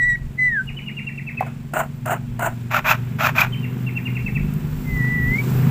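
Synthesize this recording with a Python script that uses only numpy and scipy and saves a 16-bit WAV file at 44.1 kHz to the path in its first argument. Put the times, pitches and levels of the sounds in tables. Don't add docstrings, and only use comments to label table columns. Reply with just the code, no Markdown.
import sys
import numpy as np
from scipy import signal
from scipy.fft import rfft, irfft, next_fast_len
from scipy.io import wavfile
from scipy.ndimage import map_coordinates

SR = 44100
rng = np.random.default_rng(int(sys.argv[2]) if len(sys.argv) > 2 else 0)


def to_wav(sig):
    pcm = np.clip(np.atleast_2d(sig), -1, 1) * 32767
    pcm = np.round(pcm).astype(np.int16)
    wavfile.write(sys.argv[1], SR, pcm.T)


def gain_from_decibels(decibels):
    exponent = np.asarray(decibels, float) / 20
    return 10 ** exponent


N = 251370
TIME = np.arange(N) / SR

# time_s, pitch_hz, level_db, octave_db (overtone from the open beak)
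WHISTLES = [
    [(0.0, 1957, -18.5, -58), (0.032, 1929, -15.5, -46.5), (0.076, 1967, -18, -55.5),
     (0.102, 1934, -14.5, -47.5), (0.156, 1915, -22.5, -55), (0.17, 1970, -53.5, -81)],
    [(0.375, 2007, -46.5, -79), (0.391, 2018, -19, -57), (0.435, 2008, -16.5, -52),
     (0.481, 1981, -14.5, -56), (0.51, 1893, -26, -62), (0.53, 1850, -21, -60), (0.598, 1523, -19.5, -60),
     (0.614, 1540, -23.5, -69), (0.64, 1545, -60, -72)],
    [(4.83, 2086, -67, -78), (4.882, 2065, -36.5, -79), (5.022, 1945, -25, -69), (5.116, 1976, -24.5, -64),
     (5.25, 1940, -25, -65), (5.304, 1990, -23.5, -74), (5.348, 2090, -20, -61), (5.36, 2153, -26, -75),
     (5.372, 2160, -28, -70)],
    [(5.378, 2170, -38, -61), (5.388, 2260, -20.5, -60), (5.408, 2290, -27, -65), (5.422, 2310, -48, -70)],
]
# time_s, peak_db, upper_tone_db (over the lower)
CATCH = [
    (0.155, -28, 10),
]

# time_s, firing_hz, nearness_db, favour_db (lane echo, fifth order over sixth)
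BIKE = [(0.0, 22.4, -0.5, -6), (0.6, 23, 1.5, -13.5), (1.2, 23.1, 2, -26), (1.48, 23.5, 3, 0),
        (1.67, 23.6, 2.5, -15), (2.08, 23.9, 3, 0.5), (2.4, 23.7, 4, 5), (2.9, 24, 5.5, 5),
        (3.27, 24.7, 8, -4), (3.37, 24.7, 9, 12), (3.6, 24.4, 9.5, -4.5), (3.84, 25.1, 10, 28),
        (4.2, 24.9, 10.5, 42), (4.38, 24.9, 11, -11), (4.85, 24.9, 12.5, -34), (5.0, 25.8, 14, 3),
        (5.42, 25.2, 14, 9), (5.7, 26.2, 20, 6)]
# multiple, level_db (under the exhaust)
OTHER_ORDERS = [(2, -41), (4, -22), (7, -18), (8, -18.5), (9, -16.5)]
# time_s, level_db
CANCELS = [(1.89, -21), (2.84, -25), (3.401, -13), (3.9, -1.5), (4.28, -32), (5.16, -35)]
# frequency_hz, density_db (per Hz)
EXHAUST = [(35, -25), (60, -20.5), (91, 0.5), (134, 5), (236, -0.5), (297, -12.5), (330, -14.5), (430, -37),
           (730, -120)]
ROAR = [(250, -8.5), (310, -7.5), (370, 2), (460, -3.5), (540, -13), (660, -13.5), (980, -10.5),
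        (1180, -13.5), (1450, -12), (2030, -14.5), (2620, -13.5), (3300, -21), (4000, -28.5), (5200, -59.5)]
TYRE_HISS = [(2060, -6), (3500, -3.5), (4200, -5), (5730, -6), (6400, -7.5), (7570, -2.5), (9530, -14),
             (11000, -8.5), (14300, -40), (22000, -120)]
WHIZZ = [(6180, -50), (10500, -35), (11600, -12), (13100, -3), (14600, -0.5), (15400, 1)]
TOWN = [(400, -40), (520, -2), (640, -1), (1000, -7.5), (1600, -30)]

# time_s, peak_db, half_length_s
GUSTS = [(0.084, -35, 0.11), (0.258, -31, .05), (0.68, -38, 0.054), (2.016, -53, 0.043), (2.32, -38, 0.079),
         (2.502, -41, 0.05), (2.85, -51, 0.24), (4.282, -35, 0.049), (4.433, -30, 0.16),
         (4.745, -28, 0.066), (4.926, -19, 0.041), (5.21, -26.5, 0.15), (5.57, -35, 0.032)]
# frequency_hz, density_db (per Hz)
BUFFET = [(8.8, -33.5), (15, -6.5), (38, 1.5), (80, -3.5), (100, -31.5), (180, -120)]

# time_s, peak_db
SNAPS = [(0.659, -39.5), (1.4072, -28), (1.4654, -41.5), (1.7377, -22), (2.0606, -20.5), (2.3947, -23),
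         (4.538, -27)]
# time_s, peak_db
KNOCKS = [
    (1.408, -19.5),
    (1.424, -25),
]
# frequency_hz, level_db, t60_s
PERCH = [(400, -22, 0.072), (770, 9.5, 0.028), (1025, 1.5, 0.041), (1610, 3, 0.011)]
# frequency_hz, density_db (per Hz)
BLOW = [(300, -19), (500, 4.5), (1200, -7), (2800, -20), (4000, -33.5)]

# start_s, held_s, top_hz, level_db
CHIRPS = [(0.668, 0.021, 2902, -31), (0.763, 0.023, 3000, -28.5), (0.858, .025, 2890, -27),
          (0.964, .021, 2820, -25), (1.064, 0.02, 2764, -27.5), (1.174, 0.011, 2726, -27.5),
          (1.263, 0.022, 2660, -26), (1.367, .021, 2623, -26.5), (3.519, 0.021, 3115, -31.5),
          (3.624, 0.017, 2780, -33), (3.861, .024, 2757, -29), (3.952, 0.024, 2755, -28),
          (4.051, 0.019, 2824, -26), (4.15, 0.016, 2767, -24), (4.255, 0.019, 2680, -26.5),
          (4.349, 0.016, 2690, -24)]
# time_s, pitch_hz, level_db
LINGER = [(3.535, 3100, -47), (3.56, 3090, -41), (3.585, 3080, -45), (3.602, 3090, -42), (3.615, 3080, -52)]

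# start_s, peak_s, end_s, peak_db, hiss_db (over the voice at its peak)
BOWED = [(1.463, 1.47, 1.532, -35, -20.5), (1.736, 1.802, 1.873, -21, -11), (2.057, 2.13, 2.189, -20, -13),
         (2.393, 2.465, 2.538, -20.5, -9)]
UPRIGHT = [(2.707, 2.768, 2.812, -17.5, -13.5), (2.842, 2.912, 2.964, -16, -7.5),
           (3.187, 3.262, 3.319, -16.5, -11), (3.347, 3.407, 3.474, -18.5, -6.5)]
BOWED_SHAPE = dict(attack=.003, start_db=-5, swell_db=3.2, held=.2, sag_db=3, end_db=-27)
UPRIGHT_SHAPE = dict(attack=.012, start_db=-17, swell_db=3.5, held=.58, sag_db=4, end_db=-24)
# frequency_hz, width_hz, level_db
BOWED_THROAT = [(326, 35, -1), (676, 94, 6), (984, 304, -1.5), (1408, 119, 5), (1960, 690, -9.5),
                (2815, 250, -8)]
UPRIGHT_THROAT = [(613, 81, -3.5), (880, 286, -5.5), (1415, 390, -1), (1960, 850, -5.5), (2480, 370, -2),
                  (3380, 990, -36)]
# frequency_hz, density_db (per Hz)
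BOWED_HISS = [(1940, -43), (3300, -14), (4250, -14), (4910, -30), (7150, 3), (9210, -3.5), (11100, -19.5),
              (12700, -21), (14300, 4.5), (15600, -3.5)]
UPRIGHT_HISS = [(1940, -27), (3300, 2), (3960, -2), (4280, -6.5), (7250, -5), (7730, -9), (8250, -23),
                (9770, -23.5), (11600, -16), (11900, -10), (12600, -3), (14900, -1.5), (15600, -11)]
# time_s, peak_db, upper_tone_db (over the lower)
BOWED_SURGES = [(1.773, -17, -4), (1.793, -12, -3), (1.815, -23, -3), (2.095, -10, 1), (2.117, -24, 0),
                (2.135, -18, -14), (2.427, -17, 2), (2.447, -18.5, 12.5)]
UPRIGHT_SURGES = [(2.7469, -4.5, -22), (2.7647, -5, -20), (2.774, -10, -25), (2.8814, -17.5, 14),
                  (2.8937, -5, 3), (2.907, -9, 4), (2.9145, 1, -1.5), (3.2246, -7, -17), (3.247, 0, -4),
                  (3.265, -1, -19), (3.383, -9, 13), (3.3944, -15, 12.5), (3.403, -7, -8.5),
                  (3.417, -10, 15), (3.4244, -19.5, 4)]
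# lower_hz, upper_hz
SURGE_HZ = [(750, 1466), (1330, 2420), (1660, 2080)]


def unit(x):
    return x / np.sqrt(np.mean(x ** 2) + 1e-20)


def curves(rows):
    s, *columns = np.transpose(rows)
    return [np.interp(TIME, s, column) for column in columns]


def during(rows, fade):
    since_start = TIME - rows[0][0] + fade
    until_end = rows[-1][0] + fade - TIME
    return np.clip(np.minimum(since_start, until_end) / fade, 0, 1)


def bump(centre_s, width_s):
    return np.exp(-((TIME - centre_s) / width_s) ** 2)


def wobble(rate):
    return map_coordinates(rng.standard_normal(N // 25), [TIME * rate])


def filtered(x, response):
    m = next_fast_len(N + SR // 2)
    return irfft(rfft(x, m) * response(np.fft.rfftfreq(m, 1 / SR)), m)[:N]


def coloured(x, spectrum):
    f, level = np.transpose(spectrum)
    return unit(filtered(x, lambda hz: gain_from_decibels(np.interp(np.log(hz + 1), np.log(f + 1), level))))


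def noise():
    return rng.standard_normal(N)


def tone_at(hz):
    return np.sin(2 * np.pi * np.cumsum(hz) / SR)


def add_at(out, s, sound):
    out[round(s * SR):][:len(sound)] += sound


def whistles():
    out = np.zeros(N)
    for rows in WHISTLES:
        hz, db, octave_db = curves(rows)
        fourth_db = octave_db - 5.5 + 1.9 * np.maximum(octave_db + 54, 0)
        turn = 2 * np.pi * np.cumsum(hz * (1 + 0.00073 * wobble(60))) / SR
        beak = np.clip((hz - 1800) / 150, 0, 1)
        tone = gain_from_decibels(db + 0.8 * wobble(70)) * np.sin(turn) + beak * gain_from_decibels(fourth_db) * np.sin(4 * turn)
        tone *= 1 + 0.015 * wobble(1400)
        third_seventh = gain_from_decibels(-5) * np.sin(3 * turn) + gain_from_decibels(-12) * np.sin(7 * turn)
        tone += gain_from_decibels(octave_db) * (np.sin(2 * turn) + beak * third_seventh)
        out += np.sqrt(2) * tone * during(rows, fade=0.0036)
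    return out


def motorbike():
    firing_hz, near_db, favour_db = curves(BIKE)
    exhaust_db, roar_db = -33 + 0.9 * near_db, -52.5 + near_db
    swish_db = 4.5 * bump(5.52, 0.18)
    closest_db = np.minimum(near_db, 15) + swish_db
    far_hiss_db, tyre_db = -61, -74 + 1.436 * closest_db
    hiss_db = 20 * np.log10(gain_from_decibels(far_hiss_db) + gain_from_decibels(tyre_db))
    whizz_db = -66.5 + 1.24 * closest_db

    fade_db = 0.5 + 0.14 * near_db
    cancel_db = sum(db * bump(s, 0.033) for s, db in CANCELS)
    pair_db = -36.5 + 0.74 * near_db
    fifth_db = cancel_db + 3 + pair_db + np.minimum(favour_db, 0) + fade_db * wobble(7)
    sixth_db = pair_db - np.maximum(favour_db, 0) + fade_db * wobble(7)
    pipe_db = 6 * np.exp(-((10 * firing_hz - 235.8) / 6) ** 2)
    tenth_db = pipe_db - 47 + 0.75 * near_db + fade_db * wobble(7)
    orders = [(5, fifth_db), (6, sixth_db), (10, tenth_db)]
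    orders += [(k, exhaust_db + db + 4 * wobble(5)) for k, db in OTHER_ORDERS]
    turn = 2 * np.pi * np.cumsum(firing_hz) / SR
    beat = sum(np.sqrt(2) * gain_from_decibels(db) * np.cos(k * turn + 0.5 * wobble(4)) for k, db in orders)

    puffs = gain_from_decibels(0.7 * np.cos(turn) + 0.84 * np.cos(2 * turn))
    exhaust = gain_from_decibels(exhaust_db - 7) * coloured(puffs * noise(), EXHAUST)
    roar = gain_from_decibels(roar_db + 1 + 0.75 * swish_db) * gain_from_decibels(wobble(8)) * coloured(puffs * noise(), ROAR)
    dull = filtered(roar, lambda hz: 1 / (1 + (hz / 1800) ** 4))
    roar = dull + (roar - dull) * gain_from_decibels(-0.9 * np.clip(roar_db + 44.5, 0, 9))
    hiss = gain_from_decibels(hiss_db + 0.97 * wobble(11)) * coloured(noise() * gain_from_decibels(wobble(200)), TYRE_HISS)
    whizz = gain_from_decibels(whizz_db + 6 + 0.8 * wobble(8.7)) * coloured(noise() * gain_from_decibels(1.5 * wobble(200)), WHIZZ)
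    return beat + exhaust + roar + hiss + whizz + gain_from_decibels(-59.5) * coloured(noise(), TOWN)


def wind():
    gusts = sum(gain_from_decibels(db) * bump(s, half_s) for s, db, half_s in GUSTS)
    strength = gain_from_decibels(-46.5 + 2 * wobble(5.9)) + gusts
    return strength * coloured(noise() * gain_from_decibels(2.7 * wobble(12)), BUFFET)


def yard(x, t60, gap):
    t, out, hop = np.arange(SR // 3) / SR, np.zeros(N + SR), SR // 10
    for start in range(0, N, hop):
        tail = rng.standard_normal(len(t)) * gain_from_decibels(-60 * t / t60) * (t > gap)
        piece = signal.fftconvolve(x[start:start + hop], tail / np.linalg.norm(tail))
        out[start:start + len(piece)] += piece
    return out[:N]


def surges():
    out, t = np.zeros(N), np.arange(-300, 300) / SR
    for rows, pair_hz in zip((BOWED_SURGES, UPRIGHT_SURGES, CATCH), SURGE_HZ):
        for s, db, upper_db in rows:
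            hz, upper_hz = pair_hz * np.exp(0.045 * rng.standard_normal(2))
            pair = np.sin(2 * np.pi * hz * t) + gain_from_decibels(upper_db) * np.sin(2 * np.pi * upper_hz * t)
            centre = round((s + 0.002) * SR)
            out[centre - 300:centre + 300] += gain_from_decibels(db - 9.5) * pair * np.exp(-(t / 0.0029) ** 2)
    return out


def cage():
    out, t = np.zeros(N + SR), np.arange(SR // 8) / SR
    for s, db in SNAPS:
        click = np.diff(rng.standard_normal(len(t) + 1))
        add_at(out, s, gain_from_decibels(db - 6.5 - 60 * t / 0.011) * click)
    for s, db in KNOCKS:
        ring = coloured(noise(), BLOW)[:len(t)] * gain_from_decibels(-7.5 - 60 * t / 0.12)
        for hz, level, t60 in PERCH:
            ring += gain_from_decibels(level + rng.normal(0, 5.2) - 60 * t / t60) * np.sin(2 * np.pi * hz * t)
        add_at(out, s, gain_from_decibels(db - 2) * ring * (1 - np.exp(-t / 0.00091)))
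    return out[:N]


def far_bird():
    plunge_s, rebound_s, end_hz = 0.016, 0.045, 1770
    out = np.zeros(N)
    for s, held, top_hz, db in CHIRPS:
        t = np.arange(int((held + plunge_s + rebound_s) * SR)) / SR
        along = np.minimum(t / held, 1)
        fall = np.clip((t - held) / plunge_s, 0, 1)
        climb = np.clip((t - held - plunge_s) / rebound_s, 0, 1)
        depth = fall ** 0.87 * (1 - 0.85 * climb ** 0.58)
        hz = top_hz * (1 - 0.025 * along ** 2 * (1 - fall)) - (top_hz - end_hz) * depth
        head = np.sin(np.pi * along * 0.64) ** 1.4
        bends_s = [0, 0.59 * plunge_s, plunge_s, plunge_s + rebound_s]
        level_db = np.interp(t - held, bends_s, [0, -5, -15, -17])
        rough = gain_from_decibels(4.2 * fall * wobble(366)[:len(t)])
        add_at(out, s, gain_from_decibels(db + 3 + level_db) * head * rough * (1 - climb ** 4) * tone_at(hz))
    hz, db = curves(LINGER)
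    out += gain_from_decibels(db) * during(LINGER, fade=0.004) * tone_at(hz)
    return out * gain_from_decibels(1.6 * wobble(170))


def effort(calls, attack, start_db, swell_db, held, sag_db, end_db):
    early_db, late_db = -15.5, -17.5
    return [[(s, db + start_db, early_db),
             (s + attack, db - swell_db, early_db),
             (peak, db, hiss_db),
             (peak + held * (end - peak), db - sag_db, late_db),
             (end, db + end_db, late_db)]
            for s, peak, end, db, hiss_db in calls]


def rasps(calls, throat, hiss, flaps_hz, low_hz, burst_db, air):
    flap_count = np.floor(np.cumsum(flaps_hz * gain_from_decibels(2.7 * wobble(300))) / SR)
    flaps = unit(np.diff(flap_count, prepend=0) * gain_from_decibels(3.9 * noise()))
    bursts = gain_from_decibels(burst_db * wobble(110))

    def tube(f):
        total = 0
        for k, (centre, width, db) in enumerate(throat):
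            damping = 1j * f * width
            total = total + (-1) ** k * gain_from_decibels(db) * damping / (centre ** 2 - f * f + damping)
        return total / (1 + (low_hz / (f + 1)) ** 9) / (1 + (f / 3600) ** 2)

    voice = unit(filtered(bursts * (flaps + air * noise()), tube))
    breath = coloured(bursts * (0.14 * flaps + noise()), hiss)
    out = np.zeros(N)
    for rows in calls:
        db, hiss_db = curves(rows)
        out += gain_from_decibels(db) * (voice + gain_from_decibels(hiss_db) * breath) * during(rows, fade=0.0016)
    return out


def scene():
    song = whistles() + surges() + cage()
    song += rasps(effort(BOWED, **BOWED_SHAPE), BOWED_THROAT, BOWED_HISS,
                  flaps_hz=676, low_hz=273.9, burst_db=1.5, air=0.75)
    song += rasps(effort(UPRIGHT, **UPRIGHT_SHAPE), UPRIGHT_THROAT, UPRIGHT_HISS,
                  flaps_hz=502, low_hz=566, burst_db=2.0, air=0.6)
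    far = far_bird()
    scattered = gain_from_decibels(-3) * far + gain_from_decibels(-7.5) * yard(far, t60=0.04, gap=0.001)
    echoes = gain_from_decibels(-22.5) * yard(song, t60=0.29, gap=0.016) + gain_from_decibels(-8) * yard(far, t60=0.31, gap=0.008)
    return (song + scattered + echoes + motorbike() + wind())[None]


def low_pass(x):
    return signal.sosfilt(signal.butter(12, 16690, fs=SR, output="sos"), x)


def record(dry):
    soft = dry[0] / (1 + np.abs(dry[0] / 0.9) ** 4) ** (1 / 4)
    mix = filtered(soft, lambda hz: gain_from_decibels(-32 * (hz > 15480)))[None]
    return low_pass(mix)


dry = scene()
out = record(dry)
to_wav(out)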